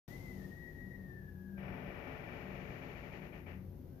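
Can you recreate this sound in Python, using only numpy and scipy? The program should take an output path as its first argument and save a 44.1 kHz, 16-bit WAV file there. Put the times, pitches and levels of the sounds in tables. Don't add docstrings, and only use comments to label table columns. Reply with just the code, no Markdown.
import sys
import numpy as np
from scipy import signal
from scipy.fft import rfft, irfft
from scipy.io import wavfile
from scipy.ndimage import uniform_filter1d

SR = 44100
rng = np.random.default_rng(int(sys.argv[2]) if len(sys.argv) > 2 else 0)


def transcribe(u):
    v = np.clip(np.atleast_2d(u).T, -1, 1)
    q = np.round(v * 32767).astype(np.int16)
    wavfile.write(sys.argv[1], SR, q)


N = 176400
T = np.arange(N) / SR

# time in seconds, level in dB.
RUSH_LEVEL_DB = [(0, -48.5), (.3, -48), (.5, -47), (.56, -50), (1.1, -49), (1.45, -55), (1.72, -46.5),
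                 (2.0, -48.5), (2.6, -49), (3.1, -49), (3.55, -50), (4, -49.5)]
MOAN_LEVEL_DB = [(.08, -66), (.28, -57.5), (.38, -48), (.5, -45.5), (.56, -79), (.78, -66), (.87, -46.5),
                 (.93, -64), (1.02, -46.5), (1.11, -61), (1.2, -50.5), (1.3, -56), (1.54, -44),
                 (1.77, -50.5), (1.88, -52.5), (2.0, -61), (2.12, -51), (2.23, -66.5), (2.52, -50),
                 (2.9, -60.5), (3.08, -59), (3.19, -48), (3.3, -61.5), (3.45, -65), (3.63, -46.5),
                 (3.75, -62.5)]
DRONE_LEVEL_DB = [(0, -60.5), (1.0, -62.5), (1.25, -56.5), (1.5, -55), (2.0, -64), (3.3, -71), (3.48, -48),
                  (3.75, -50), (4, -69)]
# time in seconds, pitch in Hz, level in dB.
GUSTS = [
    [(.08, 1830, -60.5), (.125, 1990, -53), (.2, 2070, -57), (.24, 2107, -59.5), (.27, 2035, -54),
     (.31, 2024, -57.5), (.36, 1975, -60), (.41, 1825, -59), (.445, 1868, -53), (.48, 1843, -72),
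     (.51, 1872, -57), (.575, 1903, -54.5), (.615, 1917, -55), (.66, 1906, -52), (.75, 1879, -59.5),
     (.82, 1922, -51.5), (.885, 1902, -60.5), (.95, 1922, -51), (1.0, 1860, -62), (1.04, 1867, -60),
     (1.08, 1822, -56), (1.19, 1768, -57.5), (1.23, 1735, -60), (1.4, 1665, -63.5), (1.5, 1685, -61.5),
     (1.53, 1630, -65), (1.59, 1600, -56.5)],
    [(3.89, 1480, -87), (3.95, 1585, -79), (4.0, 1590, -71)],
]

# time in seconds, slips per second.
SLIP_RATE_HZ = [(1.573, 18.89), (1.7, 20.97), (1.98, 24.8), (2.3, 23.2), (2.55, 20.55), (2.8, 16.72),
                (3.0, 12.36), (3.25, 9.36), (3.47, 5.99)]
# time in seconds, gain in dB.
SLIP_GAIN_DB = [(1.573, 2), (1.68, 3.5), (1.95, 2.5), (2.2, 2.25), (2.7, 2.5), (3.11, 2.5), (3.32, 0.5),
                (3.46, 0.5)]
RASP_GAIN_DB = [(1.573, -29), (2.0, -29), (2.6, -26), (3.1, -22), (3.46, -22.5)]
GRIT_GAIN_DB = [(1.573, -57), (1.9, -47), (2.2, -44), (2.7, -38.5), (3.1, -37), (3.46, -43.5)]
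PING_GAIN_DB = [(1.573, -8), (1.68, -1), (2.15, -1)]
# frequency in Hz, gain in dB, T60 in seconds.
FRAME_MODES = [(430.1, -54, 0.32), (569.3, -55.5, 0.27), (594.6, -53, 0.22), (646, -61.5, 0.25),
               (716, -60.5, 0.21), (748.6, -63, 0.32), (848.2, -63, 0.38), (1400, -67.5, 0.28),
               (1495, -74.5, 0.15), (1780, -62, 0.27), (1920, -72, 0.4), (2013, -66.5, 0.4),
               (2305, -57.5, 0.2), (2444, -59.5, 0.18)]
# frequency in Hz, T60 in seconds.
ROOM_T60_S = [(100, 0.16), (400, 0.24), (800, 0.37), (2000, 0.44), (3000, 0.28), (8000, 0.51)]

# frequency in Hz, level in dB.
HUM_PARTIALS = [(360, -61.5), (550, -77.5), (824, -80.5), (960, -87.5), (1141, -92)]
# time in seconds, level in dB.
EARLY_LEVEL_DB = [(.08, -54), (.2, -58), (.48, -60.5), (.56, -65), (.9, -70), (1.3, -75)]

# frequency in Hz, relative density in dB.
RUSH_SPECTRUM = [(12, -30), (24, -12), (33, -6), (55, 3), (90, -3.5), (150, 3.5), (215, -8), (245, 0),
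                 (310, -9), (480, -12), (700, -21), (1100, -32.5), (2000, -38.5), (3200, -47),
                 (6000, -55.5), (9000, -81)]
KNOCK_SPECTRUM = [(40, -8), (85, -24), (140, 6), (220, -5), (300, 0), (410, 4), (500, -4), (600, 1),
                  (760, -3), (850, -2), (990, -6.5), (1300, -6.5), (1650, -7), (1980, -5.5), (2200, -7),
                  (2400, -7), (2650, -8), (2980, -13.5), (3300, -20), (4200, -33), (5600, -31.5),
                  (8000, -81), (16000, -82)]
RASP_SPECTRUM = [(1200, -43), (1750, -3.5), (2050, 1.5), (2400, -1.5), (2700, -4.5), (3000, -5.5),
                 (3350, -20), (4500, -65)]
GRIT_SPECTRUM = [(1500, -26), (3000, 9), (3900, 9.5), (5600, 1), (7000, 1.5), (9000, -48), (16000, -35)]
HISS_SPECTRUM = [(1000, -2), (4000, -5.5), (6500, -3.5), (8500, -31), (10000, -3.5), (12000, 6.5),
                 (14500, 5.5)]
EARLY_SPECTRUM = [(150, -4.5), (260, 10.5), (380, 7), (480, 12), (700, 14), (1300, 2), (3000, -1),
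                  (6000, -2), (8500, -12), (12500, -2), (14500, -1)]
# frequency in Hz, left over right in dB.
RUSH_LEFT_DB = [(40, 5), (100, 3), (200, 6.5), (330, 7.5), (530, 11.5), (900, 22.5), (1600, 3), (4700, 1.5),
                (14000, 15)]
# frequency in Hz, right over left in dB.
SLIP_RIGHT_DB = [(100, 1), (400, -11.5), (800, -9.5), (1200, -12.5), (1500, -11), (2000, -8.5), (2500, -21),
                 (3000, -18.5), (6000, -32.5)]
HISS_RIGHT_DB = [(1000, 7), (5000, -1), (9000, -2.5), (14000, 0)]
EARLY_RIGHT_DB = [(500, -9), (4000, -20.5), (13000, -18)]
# frequency in Hz, left-right correlation from -1 to 1.
RUSH_CORRELATION = [(40, 0.86), (200, 0.85), (400, 0.83), (900, 0.07), (2500, 0), (8000, 0.2)]
SLIP_CORRELATION = [(100, 0.8), (400, 0.9), (700, 0.42), (1300, -.2), (2500, -.4), (6000, 0)]


def wind(buffet_db=0.2, buffet_hz=7):
    right_db = [(hz, -db) for hz, db in RUSH_LEFT_DB]
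    rush = colour(noise(N), RUSH_SPECTRUM, RUSH_CORRELATION, right_db)
    rush *= amp(curve(RUSH_LEVEL_DB) + buffet_db * wander(buffet_hz))
    moan = tone(hz=189.5, waver=0.01074, rate_hz=7.5) * amp(curve(MOAN_LEVEL_DB) + 1.6 * wander(13))
    drone = tone(hz=87.7, waver=0.042, rate_hz=9) * amp(curve(DRONE_LEVEL_DB) + 3.0 * wander(5.9))
    return rush + panned(moan, right_db=-7.5) + panned(drone, right_db=-6.5)


def whistle(flutter_db=2.5, flutter_hz=45, air_db=-9.5):
    direct = np.zeros(N)
    for gust in GUSTS:
        times_s, pitch_hz, level_db = np.transpose(gust)
        hz = np.interp(T, times_s, pitch_hz)
        gate = uniform_filter1d(1. * (T > times_s[0]) * (T < times_s[-1]), size=600)
        edge_tone = sum(amp(db) * tone(harmonic * hz, waver=0.00913, rate_hz=85)
                        for harmonic, db in ((1, 0), (2, -35), (3, -39)))
        edge_tone *= amp(flutter_db * wander(flutter_hz))
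        air = amp(air_db) * turbulence(0.99 * hz, width_hz=335)
        direct += gate * amp(np.interp(T, times_s, level_db)) * (edge_tone + air)
    room = room_decay(noise(SR // 2), hold_s=0)
    wet = signal.fftconvolve(direct[None], room, axes=1)[:, :N]
    return np.array([direct + amp(-7.5) * wet[0], amp(-12.5) * wet[1]])


def creak(knock_db=-17.5, grit_right_db=-19, spread_db=0.95, fresh_share=0.18, attack_s=0.007):
    rate_hz = curve(SLIP_RATE_HZ) * (T >= SLIP_RATE_HZ[0][0]) * (T < SLIP_RATE_HZ[-1][0])
    slip_count = np.ceil(np.cumsum(rate_hz) / SR)
    t = np.arange(SR // 2) / SR
    ring, ping = frame_ring(t), slip_ping(t)
    attack = 1 - np.exp(-t / attack_s)
    shared = rng.standard_normal((2, 2, len(t)))
    grit = amp([[0], [grit_right_db]]) * room_decay(colour(noise(len(t)), GRIT_SPECTRUM), hold_s=0.056)
    out = np.zeros((2, N))
    for start in np.flatnonzero(np.diff(slip_count, prepend=0) > 0):
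        start_s = T[start]
        fresh = rng.standard_normal(shared.shape)
        body, treble = np.sqrt(1 - fresh_share) * shared + np.sqrt(fresh_share) * fresh
        body = colour(body, KNOCK_SPECTRUM, SLIP_CORRELATION, SLIP_RIGHT_DB)
        treble = colour(treble, RASP_SPECTRUM, SLIP_CORRELATION, SLIP_RIGHT_DB)
        knock = amp(knock_db) * room_decay(body, hold_s=0.056)
        rasp = amp(curve(RASP_GAIN_DB, start_s)) * room_decay(treble, hold_s=0.038)
        slip = attack * (knock + ring + rasp + grit * amp(curve(GRIT_GAIN_DB, start_s)))
        slip += ping * amp(curve(PING_GAIN_DB, start_s))
        force = amp(curve(SLIP_GAIN_DB, start_s) + spread_db * rng.standard_normal())
        out[:, start:start + len(t)] += force * slip[:, :N - start]
    return out


def frame_ring(t):
    return sum(panned(amp(db - 60 * t / t60_s) * np.sin(2 * np.pi * hz * t), at_hz(SLIP_RIGHT_DB, hz))
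               for hz, db, t60_s in FRAME_MODES)


def slip_ping(t, hz=2352, gain_db=-52.5, peak_s=0.0056):
    envelope = amp(gain_db) * (t / peak_s * np.exp(1 - t / peak_s)) ** 2
    return panned(envelope * np.sin(2 * np.pi * hz * t), at_hz(SLIP_RIGHT_DB, hz))


def room_decay(pair, hold_s):
    hz, t, bands = signal.stft(pair, SR, nperseg=256)
    fade = amp(-60 * np.maximum(t - hold_s, 0) / at_hz(ROOM_T60_S, hz)[:, None])
    tail = signal.istft(bands * fade, SR, nperseg=256)[1]
    return tail[:, :pair.shape[1]] / np.linalg.norm(tail[0])


def hum(flicker_db=1.54, flicker_hz=6.1):
    partials = sum(amp(db) * tone(hz, waver=0.0066, rate_hz=19.8) * amp(flicker_db * wander(flicker_hz))
                   for hz, db in HUM_PARTIALS)
    return panned(partials, right_db=-8.0)


def hiss(steady_db=-71.5):
    steady = amp(steady_db) * colour(noise(N), HISS_SPECTRUM, right_db=HISS_RIGHT_DB)
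    early = amp(curve(EARLY_LEVEL_DB)) * colour(noise(N), EARLY_SPECTRUM, right_db=EARLY_RIGHT_DB)
    return steady + early


def turbulence(hz, width_hz):
    phase = 2 * np.pi * np.cumsum(hz) / SR
    return unit_rms(wander(width_hz / 2) * np.cos(phase) + wander(width_hz / 2) * np.sin(phase))


def tone(hz, waver, rate_hz):
    pitch_hz = hz * (1 + waver * wander(rate_hz))
    return unit_rms(np.sin(2 * np.pi * np.cumsum(pitch_hz) / SR))


def wander(rate_hz):
    hz = np.fft.rfftfreq(N, 1 / SR)
    return unit_rms(irfft(rfft(rng.standard_normal(N)) / (1 + (hz / rate_hz) ** 4), N))


def colour(pair, spectrum, correlation=((1, 0), (2, 0)), right_db=((1, 0), (2, 0))):
    size = pair.shape[1]
    hz = np.fft.rfftfreq(size, 1 / SR)
    left, other = rfft(pair)
    likeness = at_hz(correlation, hz)
    right = (likeness * left + np.sqrt(1 - likeness ** 2) * other) * amp(at_hz(right_db, hz))
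    out = irfft(np.array([left, right]) * amp(at_hz(spectrum, hz)), size)
    return out / out[0].std()


def noise(size):
    return rng.standard_normal((2, size))


def panned(x, right_db):
    return np.array([x, x * amp(right_db)])


def curve(rows, t=T):
    return np.interp(t, *np.transpose(rows))


def at_hz(rows, hz):
    row_hz, values = np.transpose(rows)
    return np.interp(np.log(hz + 1), np.log(row_hz + 1), values)


def amp(db):
    return 10 ** (np.asarray(db) / 20)


def unit_rms(x):
    return x / np.sqrt(np.mean(x ** 2) + 1e-20)


def scene():
    return wind() + whistle() + creak() + hum() + hiss()


def record(dry, open_s=0.078, fade_s=0.0024, cutoff_hz=14600):
    opened = dry * np.clip((T - open_s) / fade_s, 0, 1)
    lowpass = signal.firwin(511, cutoff_hz, window=("kaiser", 9), fs=SR)
    return signal.oaconvolve(opened, lowpass[None], "same")


dry = scene()
out = record(dry)
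transcribe(out)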